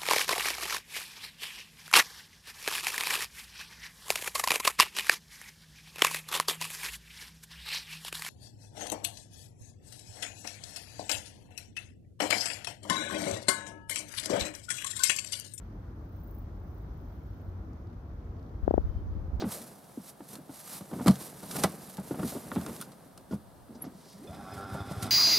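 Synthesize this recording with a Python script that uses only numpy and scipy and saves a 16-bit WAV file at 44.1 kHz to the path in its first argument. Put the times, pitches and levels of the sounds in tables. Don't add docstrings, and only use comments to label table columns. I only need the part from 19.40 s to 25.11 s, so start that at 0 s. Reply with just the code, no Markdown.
import sys
import numpy as np
from scipy import signal
from scipy.fft import rfft, irfft, next_fast_len
from scipy.io import wavfile

SR = 44100
rng = np.random.default_rng(int(sys.argv[2]) if len(sys.argv) > 2 else 0)


def int16_out(signal):
    q = np.round(np.clip(np.atleast_2d(signal).T, -1, 1) * 32767)
    wavfile.write(sys.argv[1], SR, q.astype(np.int16))


N = 251754
TIME = np.arange(N) / SR
AGE = TIME[:SR // 3]


def from_db(db):
    return 10 ** (np.asarray(db) / 20)


def rms_one(x):
    return x / np.sqrt(np.mean(x ** 2) + 1e-20)


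def peak_one(x):
    return x / (np.abs(x).max() + 1e-12)


def at_hz(points, hz):
    return np.interp(np.log(hz), np.log(np.array(points)[:, 0]), np.array(points)[:, 1])


def add(out, s, sound):
    i = max(round(s * SR), 0)
    out[..., i:i + sound.shape[-1]] += sound[..., :N - i]


def ramp(start, length):
    return np.clip((TIME - start) / length, 0, 1)


def drift(rate, size=N):
    knots = rng.standard_normal(N // 20)
    return rms_one(np.interp(TIME[:size] * rate + 2, np.arange(len(knots)), knots))


SWELL_DB = 20


def swells(rows):
    power = np.zeros(N)
    for s, db, rise, fall in rows:
        away = np.maximum((s - TIME) / rise, (TIME - s) / fall)
        power += from_db(db - SWELL_DB * np.minimum(away, 10)) ** 2
    return np.sqrt(power)


def resonate(x, hz, width):
    r = np.exp(-np.pi * width / SR)
    numerator = np.array([1, 0, -1]) * (1 - r * r) / 2
    return signal.lfilter(numerator, [1, -2 * r * np.cos(2 * np.pi * hz / SR), r * r], x)


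def struck(modes, scatter_db):
    hz, db, t60 = np.transpose(modes)[:, :, None]
    strength = from_db(db + scatter_db * rng.standard_normal(hz.shape))
    strength = strength * (-1) ** np.arange(len(hz))[:, None]
    return np.sum(strength * from_db(-60 * AGE / t60) * np.sin(2 * np.pi * hz * AGE), axis=0)


# frequency in Hz, correlation from 0 to 1.
LIKENESS = [(30, 0.55), (70, 0.96), (200, 0.97), (1000, 0.87), (4500, 1), (7000, 0.92), (10000, 0.39),
            (15000, 1)]


def noise(spectrum, grain_db=0., likeness=LIKENESS):
    white = rng.standard_normal((2, 2, N)) * from_db(grain_db * drift(1400))
    out = np.zeros((2, N))
    edges = np.geomspace(22, 17000, 27)
    for k, (low, high) in enumerate(zip(edges, edges[1:])):
        hz = np.sqrt(low * high)
        if spectrum[0][0] <= hz <= spectrum[-1][0]:
            band = signal.butter(2, [low, high], "band", fs=SR, output="sos")
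            mid_side = signal.sosfilt(band, white[k % 2])
            alike = np.clip(at_hz(likeness, hz), -1, 1)
            out += from_db(at_hz(spectrum, hz)) * np.sqrt([[1 + alike], [1 - alike]]) * mid_side
    mid, side = out
    return rms_one(np.array([mid + side, mid - side]))


# frequency in Hz, relative density in dB per Hz.
WOODS = [(15, -39), (25, -11), (223, -3), (285, 9), (326, -52), (560, 3.5), (1100, -6), (1520, -11.5),
         (1840, -58), (3430, -15), (4490, -20), (4870, -16.5), (6210, -26.5), (10100, -14.5), (16000, -27)]
# frequency in Hz, correlation.
DIFFUSE = [(30, 0.52), (200, 0.046), (4000, 0.6), (8000, 0.31)]


def woods(level_db=-58.5):
    return from_db(level_db) * noise(WOODS, likeness=DIFFUSE)


# time of fastest slide in seconds, level in dB before flutter, rise in seconds, fall in seconds.
STROKES = [(0.12, -40, 0.073, 0.21), (0.56, -59.5, 0.72, 0.3), (0.695, -47, 0.12, 0.037),
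           (0.935, -47, 0.14, 0.074), (1.16, -47.5, 0.08, 0.16), (1.35, -42, 0.22, 0.1),
           (1.65, -51, 0.44, 0.13), (1.83, -44, 0.22, 0.15), (2.03, -54, 0.71, 0.25),
           (2.19, -36.5, 0.16, 0.12), (2.42, -51.5, 0.96, 0.99), (2.69, -52, 0.079, 0.2),
           (2.905, -39, 0.14, 0.13), (3.17, -51.5, 0.46, 0.22), (3.37, -50, 0.55, 0.16),
           (3.62, -64, 0.14, 0.23), (3.937, -56, 0.059, 0.049)]
# time of strongest drag in seconds, level in dB before flutter, rise in seconds, fall in seconds.
SHIFTS = [(0.0, -39, 0.51, 0.31), (0.945, -47.5, 0.081, 0.16), (1.352, -47, 0.03, 0.067),
          (1.66, -42, 0.31, 0.52), (2.2, -34.5, 0.22, 0.26), (2.82, -43.5, 0.41, 0.18),
          (3.25, -42, 0.78, 0.46), (4.42, -49, 0.081, 0.13)]
# frequency in Hz, relative density in dB per Hz.
NYLON = [(530, -6), (900, -5), (1100, -5), (1290, -5.5), (1680, -14.5), (2020, -9), (2760, -13.5),
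         (3770, -10.5), (4200, -8), (7140, -8.5), (11400, -1), (13700, -34.5), (16000, -58)]
CUSHION = [(29, -63), (50, -12), (75, -9), (108, -4.5), (172, 7), (246, -0.5), (724, -8.5), (1000, -16),
           (1320, -16), (3000, -28.5), (3900, -43), (6600, -120)]
SITTING_DB, SETTLE_DB_PER_S = -57.5, -0.4


def jacket(flutter_db=1.8):
    dragging = np.hypot(swells(SHIFTS), from_db(SITTING_DB + SETTLE_DB_PER_S * TIME))
    swish = swells(STROKES) * from_db(flutter_db * drift(90)) * noise(NYLON, grain_db=1.5)
    rub = dragging * from_db(drift(60)) * noise(CUSHION, grain_db=3.5)
    return swish * from_db([[-.8], [.8]]) + rub


# time in seconds, level in dB, rise in seconds, fall in seconds, centre of the hiss in Hz.
SCRAPES = [(0.016, -43, 0.058, 0.027, 3800), (3.915, -57, 0.01, 0.038, 4840),
           (4.355, -61, 0.02, 0.033, 4860), (4.453, -58, 0.036, 0.038, 4800),
           (4.55, -66, 0.01, 0.037, 4900), (4.71, -59, 0.2, 0.14, 4700)]


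def scrapes(width_share=0.67):
    out = np.zeros(N)
    for *swell, hz in SCRAPES:
        width = width_share * hz
        hiss = resonate(resonate(rng.standard_normal(N), hz, width), hz, width)
        out += swells([swell]) * rms_one(hiss)
    return out


# start in seconds, level in dB before the trim, ring pitch in Hz.
SLAPS = [(0.021, -29, 430), (0.807, -43, 706), (1.514, -50, 820), (1.537, -38, 870), (1.598, -33, 900),
         (1.674, -23.5, 760), (1.68, -17.5, 920), (1.686, -22, 526), (2.238, -23, 755), (2.245, -16, 567),
         (2.582, -38, 625), (2.745, -41, 900), (2.794, -43, 920), (2.95, -46, 700), (3.119, -41, 1350),
         (3.161, -29, 615), (4.441, -50, 1780), (4.451, -46, 750)]


def slaps(trim_db=1.5, t60=0.047, width_hz=480, taps_per_s=650, buzz_db=-22):
    out = np.zeros(N)
    for s, db, hz in SLAPS:
        taps = rng.random(len(AGE)) < taps_per_s / SR
        chatter = rng.standard_normal(len(AGE)) * (taps + from_db(buzz_db)) * from_db(-60 * AGE / t60)
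        chatter[0] = 2
        ring = resonate(resonate(chatter, hz, width_hz), hz, 2 * width_hz)
        add(out, s, from_db(db + trim_db) * peak_one(ring))
    return out


# start in seconds, blow level in dB, settled thud pitch in Hz, panel clatter level in dB.
KNOCKS = [(0.064, -32, 197, -58), (0.21, -39.5, 221, -65), (0.574, -31.5, 253, -63), (0.594, -42, 176, -63),
          (0.804, -38.5, 280, -55), (0.984, -43, 297, -54.5), (1.093, -36, 289, -47.5),
          (1.408, -35.5, 197, -45.5), (1.512, -38, 303, -42), (1.531, -28.5, 217, -46),
          (1.563, -30, 197, -62), (1.587, -32, 198, -43), (1.608, -27, 224, -39.5),
          (1.671, -22, 270, -28.5), (1.711, -27, 240, -52), (1.723, -30, 228, -68),
          (2.029, -35.5, 200, -44.5), (2.155, -34, 186, -34), (2.24, -18, 182, -23),
          (2.585, -27.5, 200.6, -38.5), (2.709, -24.5, 297, -38.5), (2.743, -32, 240, -42.5),
          (2.792, -27, 187, -36), (2.922, -33.5, 196, -41.5), (2.951, -30.5, 292, -40.5),
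          (2.963, -29, 299, -42.5), (3.119, -31.5, 210, -41), (3.207, -32.5, 210, -66),
          (3.265, -37, 261, -43), (3.293, -31, 227, -41), (3.953, -35, 182, -60), (4.293, -42, 220, -65),
          (4.353, -40, 236, -57), (4.44, -35, 270, -45.5), (4.467, -33, 255, -53), (4.55, -41.5, 198, -70),
          (5.165, -39, 170, -44), (5.347, -26, 140, -38.5), (5.511, -27, 139, -38.5)]
# time of full load in seconds, blow level in dB, settled thud pitch in Hz, panel clatter level in dB,
# lead of the touch in seconds, delay of the rebound in seconds, rebound level in dB re the full load.
LANDINGS = [(0.04, -20.5, 217.5, -40, 0.018, 0.0135, -4), (1.6821, -10, 196, -32, 0.0215, 0.016, -3.5),
            (2.847, -20.5, 210.6, -47, 0.0172, 0.014, -22), (3.167, -20, 193, -39, 0.00713, 0.0121, -3.5),
            (3.924, -25, 188.4, -43.5, 0.014, 0.0096, 0.5)]
TOUCH_DB, TOUCH_PITCH, REBOUND_PITCH, REBOUND_CLATTER_DB = -4.5, 1.19, 1.055, -8
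# start in seconds, blow level in dB.
BUMPS = [(4.891, -35), (5.117, -37), (5.166, -34.5), (5.237, -41), (5.32, -29.5), (5.403, -28.5),
         (5.474, -36), (5.567, -28), (5.626, -27)]
BUMP_HZ, BUMP_CLATTER_DB = 98.5, -22.5


def blows():
    rows = list(KNOCKS)
    for s, db, hz, clatter_db, lead, gap, rebound_db in LANDINGS:
        touch = (s - lead, db + TOUCH_DB, hz * TOUCH_PITCH, clatter_db)
        full_load = (s, db, hz, clatter_db)
        rebound = (s + gap, db + rebound_db, hz * REBOUND_PITCH, clatter_db + REBOUND_CLATTER_DB)
        rows += [touch, full_load, rebound]
    return rows + [(s, db, BUMP_HZ, db + BUMP_CLATTER_DB) for s, db in BUMPS]


# frequency in Hz, relative level in dB, 60 dB decay time in seconds.
BODY = [(84.5, 2.5, 0.18), (133.2, 5.5, 0.15), (190.5, 5, 0.13), (217.2, 7.5, 0.09), (297, -13.5, 0.082),
        (341.5, -17, 0.19), (408, -9, 0.084)]
PANELS = [(520, -6.5, 0.077), (591, 7.5, 0.052), (631, 1, 0.079), (747, 2.5, 0.022), (899, 4, 0.061),
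          (874, -13.5, 0.15), (1280, -5, 0.018), (1438, 10.5, 0.07), (1975, 13, 0.057), (2240, 13, 0.083)]
# frequency in Hz, relative density in dB per Hz.
GEARS = [(150, -38), (250, 2.5), (624, -1.5), (776, 4), (927, -10), (1360, -4.5), (1840, -58), (3000, -17),
         (3900, -31), (6600, -120)]


def knocks(thud_t60=0.086, contact_s=0.00051, sag=0.34, sag_s=0.0029, thud_db=-1.0, body_db=-6.5,
           rattle_t60=0.1, weight_db=-23.5, weight_hz=100, weight_t60=0.02):
    out, shaken = np.zeros((2, N)), np.zeros(N)
    rattle = noise(GEARS, grain_db=1.0)
    contact = 1 - np.exp(-AGE / contact_s)
    weight = peak_one(contact * from_db(-60 * AGE / weight_t60) * np.sin(2 * np.pi * weight_hz * AGE))
    for s, db, hz, clatter_db in blows():
        rocking = .13 * np.interp(AGE * 300, np.arange(100), rng.standard_normal(100))
        turns = np.cumsum(hz * (1 + sag * np.exp(-AGE / sag_s) + rocking)) / SR
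        thud = peak_one(contact * from_db(-60 * AGE / thud_t60) * np.sin(2 * np.pi * turns))
        body = peak_one(resonate(struck(BODY, scatter_db=3.), hz, width=.9 * hz))
        reach_hz = np.interp(clatter_db, [-36, -25], [1000, 3500])
        dull = signal.butter(4, reach_hz, fs=SR, output="sos")
        panels = peak_one(signal.sosfilt(dull, struck(PANELS, scatter_db=4.0)))
        low = from_db(thud_db) * thud + from_db(body_db) * body + from_db(weight_db) * weight
        add(out, s, from_db(db) * low + from_db(clatter_db) * panels)
        add(shaken, s, from_db(clatter_db - 60 * AGE / rattle_t60) * peak_one(contact))
    small_body = signal.butter(4, 68, "high", fs=SR, output="sos")
    return signal.sosfilt(small_body, out) + shaken * rattle


# time in seconds, level in dB, rise in seconds, fall in seconds.
RUBS = [(0.155, -49, 0.085, 0.17), (0.32, -59, 0.17, 0.1)]


def rubs(centre_hz=530, width_hz=190):
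    friction = rng.standard_normal(N)
    hollow = resonate(resonate(friction, centre_hz, width_hz), centre_hz, 2 * width_hz)
    return swells(RUBS) * rms_one(hollow)


# start in seconds, level in dB before the trim, 60 dB decay time of the crack in seconds.
CLICKS = [(0.954, -32.5, 0.025), (1.6605, -30.5, 0.06), (1.6695, -26.5, 0.11), (1.6806, -13, 0.016),
          (1.71, -32, 0.022), (1.756, -33, 0.015), (2.111, -28, 0.055), (2.2361, -12, 0.039),
          (2.5703, -32, 0.014), (3.152, -39, 0.046), (3.2128, -31.5, 0.014), (3.263, -30, 0.017),
          (3.364, -31.5, 0.01), (3.415, -33.5, 0.063), (3.517, -46, 0.08), (3.7761, -37, 0.025),
          (5.625, -28, 0.037), (5.665, -39, 0.03)]
# frequency in Hz, relative density in dB per Hz.
CRACK = [(710, -20), (1200, 0.5), (2000, -15), (2790, -12), (4170, -5), (7250, -11.5), (8080, -0.5),
         (8820, -6.5), (11200, -7.5), (16000, -30)]
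# frequency in Hz, correlation.
SCATTERED = [(1000, 1), (4000, 0.99), (8000, 0.55), (15000, .3)]


def clicks(trim_db=-8.0, tail_db=-21.5, tail_t60=0.22, rise_s=0.000077):
    force = np.zeros(N)
    for s, db, t60 in CLICKS:
        fade = from_db(-60 * AGE / t60) + from_db(tail_db - 60 * AGE / tail_t60)
        add(force, s, from_db(db + trim_db) * fade * (1 - np.exp(-AGE / rise_s)))
    return force * noise(CRACK, grain_db=-0.5, likeness=SCATTERED)


# start in seconds, end in seconds, peak level in dB.
CREAKS = [(1.515, 1.663, -34.5), (2.164, 2.24, -44), (2.727, 2.878, -33.5), (3.275, 3.34, -36.5),
          (3.925, 3.996, -43), (4.291, 4.46, -43.5), (4.444, 4.528, -40.5)]


def creaks(slips_per_s=110, centre_hz=260, width_hz=110, ease_db=-8.0):
    out = np.zeros(N)
    for start, end, db in CREAKS:
        slips = np.zeros(len(AGE))
        at = np.cumsum(rng.uniform(0.6, 1.8, size=40)) / slips_per_s
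        at = at[at < min(end - start, AGE[-1])]
        uneven_db = 2 * rng.standard_normal(40)[:len(at)]
        slips[(at * SR).astype(int)] = from_db(uneven_db + ease_db * at / (end - start))
        nudges = resonate(resonate(slips, centre_hz, width_hz), centre_hz, 3 * width_hz)
        add(out, start, from_db(db) * peak_one(nudges))
    return out


# start in seconds, level of the ring in dB, highest pitch that the contact wakes in Hz (a soft limit).
CLACKS = [(2.238, -26, 2000), (2.831, -32, 1700), (3.1165, -29, 1590), (3.263, -34.5, 4200),
          (3.403, -39, 13000), (3.4125, -27, 13000), (3.4235, -34, 13000)]
# frequency in Hz, relative level in dB, 60 dB decay time in seconds.
PEDAL = [(1140, -6, 0.022), (1417, 0.5, 0.038), (1890, -9, 0.019), (3470, -2, 0.024), (3850, -9, 0.018),
         (5280, -9, 0.0098), (8950, 3, 0.016), (10000, 6, 0.019), (11900, 4, 0.016)]


def pedal(scatter_db=6.5, crack_db=-4.5, crack_t60=0.026):
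    out = np.zeros(N)
    for s, db, reach_hz in CLACKS:
        modes = [(hz, mode_db - 10 * np.log10(1 + (hz / reach_hz) ** 6), t60) for hz, mode_db, t60 in PEDAL]
        band = signal.butter(2, [700, min(1.2 * reach_hz, 16000)], "band", fs=SR, output="sos")
        crack = signal.sosfilt(band, rng.standard_normal(len(AGE)) * from_db(-60 * AGE / crack_t60))
        ring = peak_one(struck(modes, scatter_db))
        add(out, s, from_db(db) * (ring + from_db(crack_db) * peak_one(crack)))
    return out


# time in seconds, level in dB, rise in seconds, fall in seconds.
SELF_RUMBLE = [(4.15, -57, 1.0, 1.0), (5.65, -58, 1, 0.5)]
# frequency in Hz, relative density in dB per Hz.
SELF_RUMBLE_COLOUR = [(25, -5), (70, -7), (110, 1), (200, -30)]
# frequency in Hz, correlation.
UNRELATED = [(30, 0), (200, 0)]


def microphone_rumble():
    return swells(SELF_RUMBLE) * noise(SELF_RUMBLE_COLOUR, likeness=UNRELATED)


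CHIRP_S, CHIRP_DB, CHIRP_RISE_S, CHIRP_FALL_S = 4.423, -30, 0.0061, 0.0042
CHIRP_FROM_HZ, CHIRP_TO_HZ, CHIRP_GLIDE_S = 10000, 11320, 0.011


def hinge(ring_db=-37.5, ring_t60=0.068, upper_hz=12900, upper_s=4.425, upper_db=-41.0, upper_t60=0.042):
    glide = ramp(CHIRP_S - CHIRP_GLIDE_S, CHIRP_GLIDE_S)
    hz = CHIRP_FROM_HZ + (CHIRP_TO_HZ - CHIRP_FROM_HZ) * glide
    gain = swells([(CHIRP_S, CHIRP_DB, CHIRP_RISE_S, CHIRP_FALL_S)])
    add(gain, CHIRP_S, from_db(ring_db - 60 * AGE / ring_t60))
    out = gain * np.sin(2 * np.pi * np.cumsum(hz * (1 + 0.0067 * drift(476))) / SR)
    add(out, upper_s, from_db(upper_db - 60 * AGE / upper_t60) * np.sin(2 * np.pi * upper_hz * AGE))
    return out


MOTOR_START_S = 4.73
# time in seconds, level in dB before the trim, fall in seconds.
CRUNCHES = [(4.7, -59, 0.13), (5.15, -50.5, 0.13), (5.344, -47, 0.085), (5.52, -47.5, 0.15),
            (5.631, -36, 0.053)]
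# frequency in Hz, relative density in dB per Hz.
LEAF = [(1650, 5), (2800, -8.5), (3410, -1), (6770, -1.5), (7170, -7), (7890, 1), (11300, -0.5),
        (13000, -12), (16000, -28)]
LEAF_START_S, LEAF_DB, LEAF_DB_PER_S = 4.42, -63, 6.5
SNAPS_PER_S, SNAP_DB, SNAP_T60 = 23, 4, 0.015
CRUNCH_RISE_SHARE = 0.45


def leaves(trim_db=-4.0, flutter_db=2.0, onset_s=0.19):
    rustle = ramp(LEAF_START_S, onset_s) * from_db(LEAF_DB + LEAF_DB_PER_S * (TIME - LEAF_START_S))
    breaks = (rng.random(N) < SNAPS_PER_S / SR) * from_db(SNAP_DB) * (TIME > MOTOR_START_S)
    decay = from_db(-60 / (SNAP_T60 * SR))
    snaps = signal.lfilter([1], [1, -decay], breaks + 1e-18)
    crushed = swells([(s, db, CRUNCH_RISE_SHARE * fall, fall) for s, db, fall in CRUNCHES])
    gain = np.hypot(rustle * (1 + snaps), crushed) * from_db(trim_db + flutter_db * drift(70))
    return gain * noise(LEAF, grain_db=0.5)


# frequency in Hz, width in Hz, relative level in dB.
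HOUSING = [(293.6, 63, 5), (400, 19, 6), (577, 36, 1.5), (705, 75, 2.5), (760, 90, 3), (1117, 88, 1.5),
           (1362, 29, 5.5), (1500, 88, 0.5), (1690, 48, -15), (2100, 250, -1.5), (2514, 53, -7.5),
           (3520, 450, 0), (5060, 400, -0.5)]
# time in seconds, turns per second before the waver.
SHAFT = [(4.72, 22), (4.805, 27), (4.85, 48), (4.89, 72), (4.96, 103), (5.05, 95), (5.26, 98), (5.36, 97),
         (5.44, 101), (5.58, 100), (5.7, 95)]
BRIGHTEN_S, BRIGHTEN_HZ = .45, (280, 2000)
GROWL_DB = -65.5
PINION_TEETH, IDLER_TEETH, WHEEL_TEETH = 8, 12, 14
PINION_DB, OCTAVE_DB, IDLER_DB, WHEEL_DB = 8, 5, 6.5, 12
DIRECT = .8
SURGE_DB, SURGE_END_S, SURGE_FALL_S = 8.5, 4.86, 0.13
SING_FROM_S, SING_RISE_S = 5.02, 0.034
LABOUR_DB, LABOUR_PER_S = 2.2, 14
PULSING = .4
WHINE_WAVER, WHINE_JITTER = .011, .024
ORDER_FLUTTER_DB, ORDER_FLUTTER_PER_S = 3.2, 40


def motor(shaft_hz, count=18):
    grid = np.arange(0, SR / 8, 2)
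    housing_power = sum(from_db(db) ** 2 / (1 + (2 * (grid - f) / width) ** 2) for f, width, db in HOUSING)
    response = np.hypot(np.sqrt(housing_power), DIRECT)
    running = TIME > MOTOR_START_S
    slow_db = 30 * np.log10(shaft_hz[running] / SHAFT[-1][1])
    surge_db = SURGE_DB * (1 - ramp(SURGE_END_S, SURGE_FALL_S)[running])
    loaded = ramp(SING_FROM_S, SING_RISE_S)[running]
    teeth_db = {PINION_TEETH: PINION_DB + surge_db,
                2 * PINION_TEETH: OCTAVE_DB * (1 - loaded),
                IDLER_TEETH: IDLER_DB * loaded,
                WHEEL_TEETH: WHEEL_DB * loaded}
    reach_hz = np.interp(ramp(MOTOR_START_S, BRIGHTEN_S)[running], [0, 1], BRIGHTEN_HZ)
    throb = 1 + PULSING * np.sin(2 * np.pi * np.cumsum(shaft_hz) / SR)
    out = np.zeros(N)
    for k in range(1, count + 1):
        hz = k * shaft_hz[running]
        phase = 2 * np.pi * np.cumsum(hz * (1 + WHINE_JITTER * drift(400, size=len(hz)))) / SR
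        flutter_db = ORDER_FLUTTER_DB * drift(ORDER_FLUTTER_PER_S, size=len(hz))
        level_db = GROWL_DB + teeth_db.get(k, slow_db) + flutter_db
        dulling = np.hypot(1, (hz / reach_hz) ** 3)
        out[running] += from_db(level_db) * np.interp(hz, grid, response) * np.sin(phase) / dulling
    return out * throb * from_db(LABOUR_DB * drift(LABOUR_PER_S))


# time in seconds,
# gear noise level in dB before its trims, rise in seconds, fall in seconds.
STRAINS = [(4.955, -43.5, 0.05, 0.045), (5.655, -36, 0.064, 0.12)]
# frequency in Hz, relative density in dB per Hz.
TYRES = [(50, -5), (70, -22), (100, -5.5), (160, -6), (240, -4.5), (400, -23)]
ENGAGE_S = 0.043
GEAR_DB, GEAR_DB_PER_S = -49.5, 6.5
GEAR_SPEED_LAW = 1.5
RUMBLE_DB, RUMBLE_SPEED_LAW = -50.5, 0.8
SHAKE_DB, SHAKE_PER_S = 1.5, 46


def drive(housing_db=-6.0, mesh_db=-9.5, tyre_strain_db=-1.5, grind_db=1.0):
    shaft_hz = np.interp(TIME, *np.transpose(SHAFT)) * (1 + WHINE_WAVER * drift(18))
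    speed = shaft_hz / SHAFT[-1][1]
    growth = from_db(GEAR_DB + GEAR_DB_PER_S * (TIME - MOTOR_START_S))
    load = speed ** GEAR_SPEED_LAW * np.sqrt(ramp(MOTOR_START_S, BRIGHTEN_S)) * growth
    rings = np.zeros(N)
    for f, width, db in HOUSING:
        ring = resonate(resonate(rng.standard_normal(N), f, width), f, 4 * width)
        rings += from_db(db) * rms_one(ring)
    strain = swells(STRAINS)
    once_a_turn = np.sin(2 * np.pi * np.cumsum(shaft_hz) / SR)
    grinding = from_db(SHAKE_DB * drift(SHAKE_PER_S) + grind_db * once_a_turn)
    gear_noise = from_db(housing_db) * rms_one(rings) + from_db(mesh_db) * noise(GEARS, grain_db=1.0)
    gears = np.hypot(load, strain) * grinding * gear_noise
    rumble = speed ** RUMBLE_SPEED_LAW * from_db(RUMBLE_DB)
    tyres = np.hypot(rumble, from_db(tyre_strain_db) * strain) * noise(TYRES)
    return ramp(MOTOR_START_S, ENGAGE_S) * (motor(shaft_hz) + gears + tyres)


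# start in seconds, level in dB.
TICKS = [(4.873, -48), (5.122, -47), (5.402, -47.5)]
# frequency in Hz, relative level in dB, 60 dB decay time in seconds.
LINKAGE = [(2500, -2, 0.09), (3410, -6, 0.11), (3500, 2, 0.11), (5120, 0, 0.068)]
RATTLE_PER_S, RATTLE_DB = 9, -59


def ticks(scatter_db=3.5):
    out = np.zeros(N)
    light = TIME[(rng.random(N) < RATTLE_PER_S / SR) & (TIME > TICKS[0][0])]
    for s, db in list(TICKS) + [(s, RATTLE_DB) for s in light]:
        add(out, s, from_db(db) * peak_one(struck(LINKAGE, scatter_db)))
    return out


def scene():
    hard = (clicks() + slaps() + pedal()) * from_db([[-.5], [.5]])
    moving = (drive() + leaves() + ticks()) * from_db([[-.6], [.6]])
    friction = jacket() + scrapes() + rubs() + creaks()
    return woods() + friction + knocks() + hard + microphone_rumble() + hinge() + moving


def record(dry, lag_s=.000011, cutoff_hz=15800):
    size = next_fast_len(N + SR // 100)
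    delay = np.exp(-2j * np.pi * np.fft.rfftfreq(size, 1 / SR) * lag_s)
    left = irfft(rfft(dry[0], size) * delay, size)[:N]
    thin = signal.sosfilt(signal.butter(2, 32, "high", fs=SR, output="sos"), [left, dry[1]])
    return signal.sosfilt(signal.ellip(10, .1, 80, cutoff_hz, fs=SR, output="sos"), thin)


dry = scene()
out = record(dry)
int16_out(out)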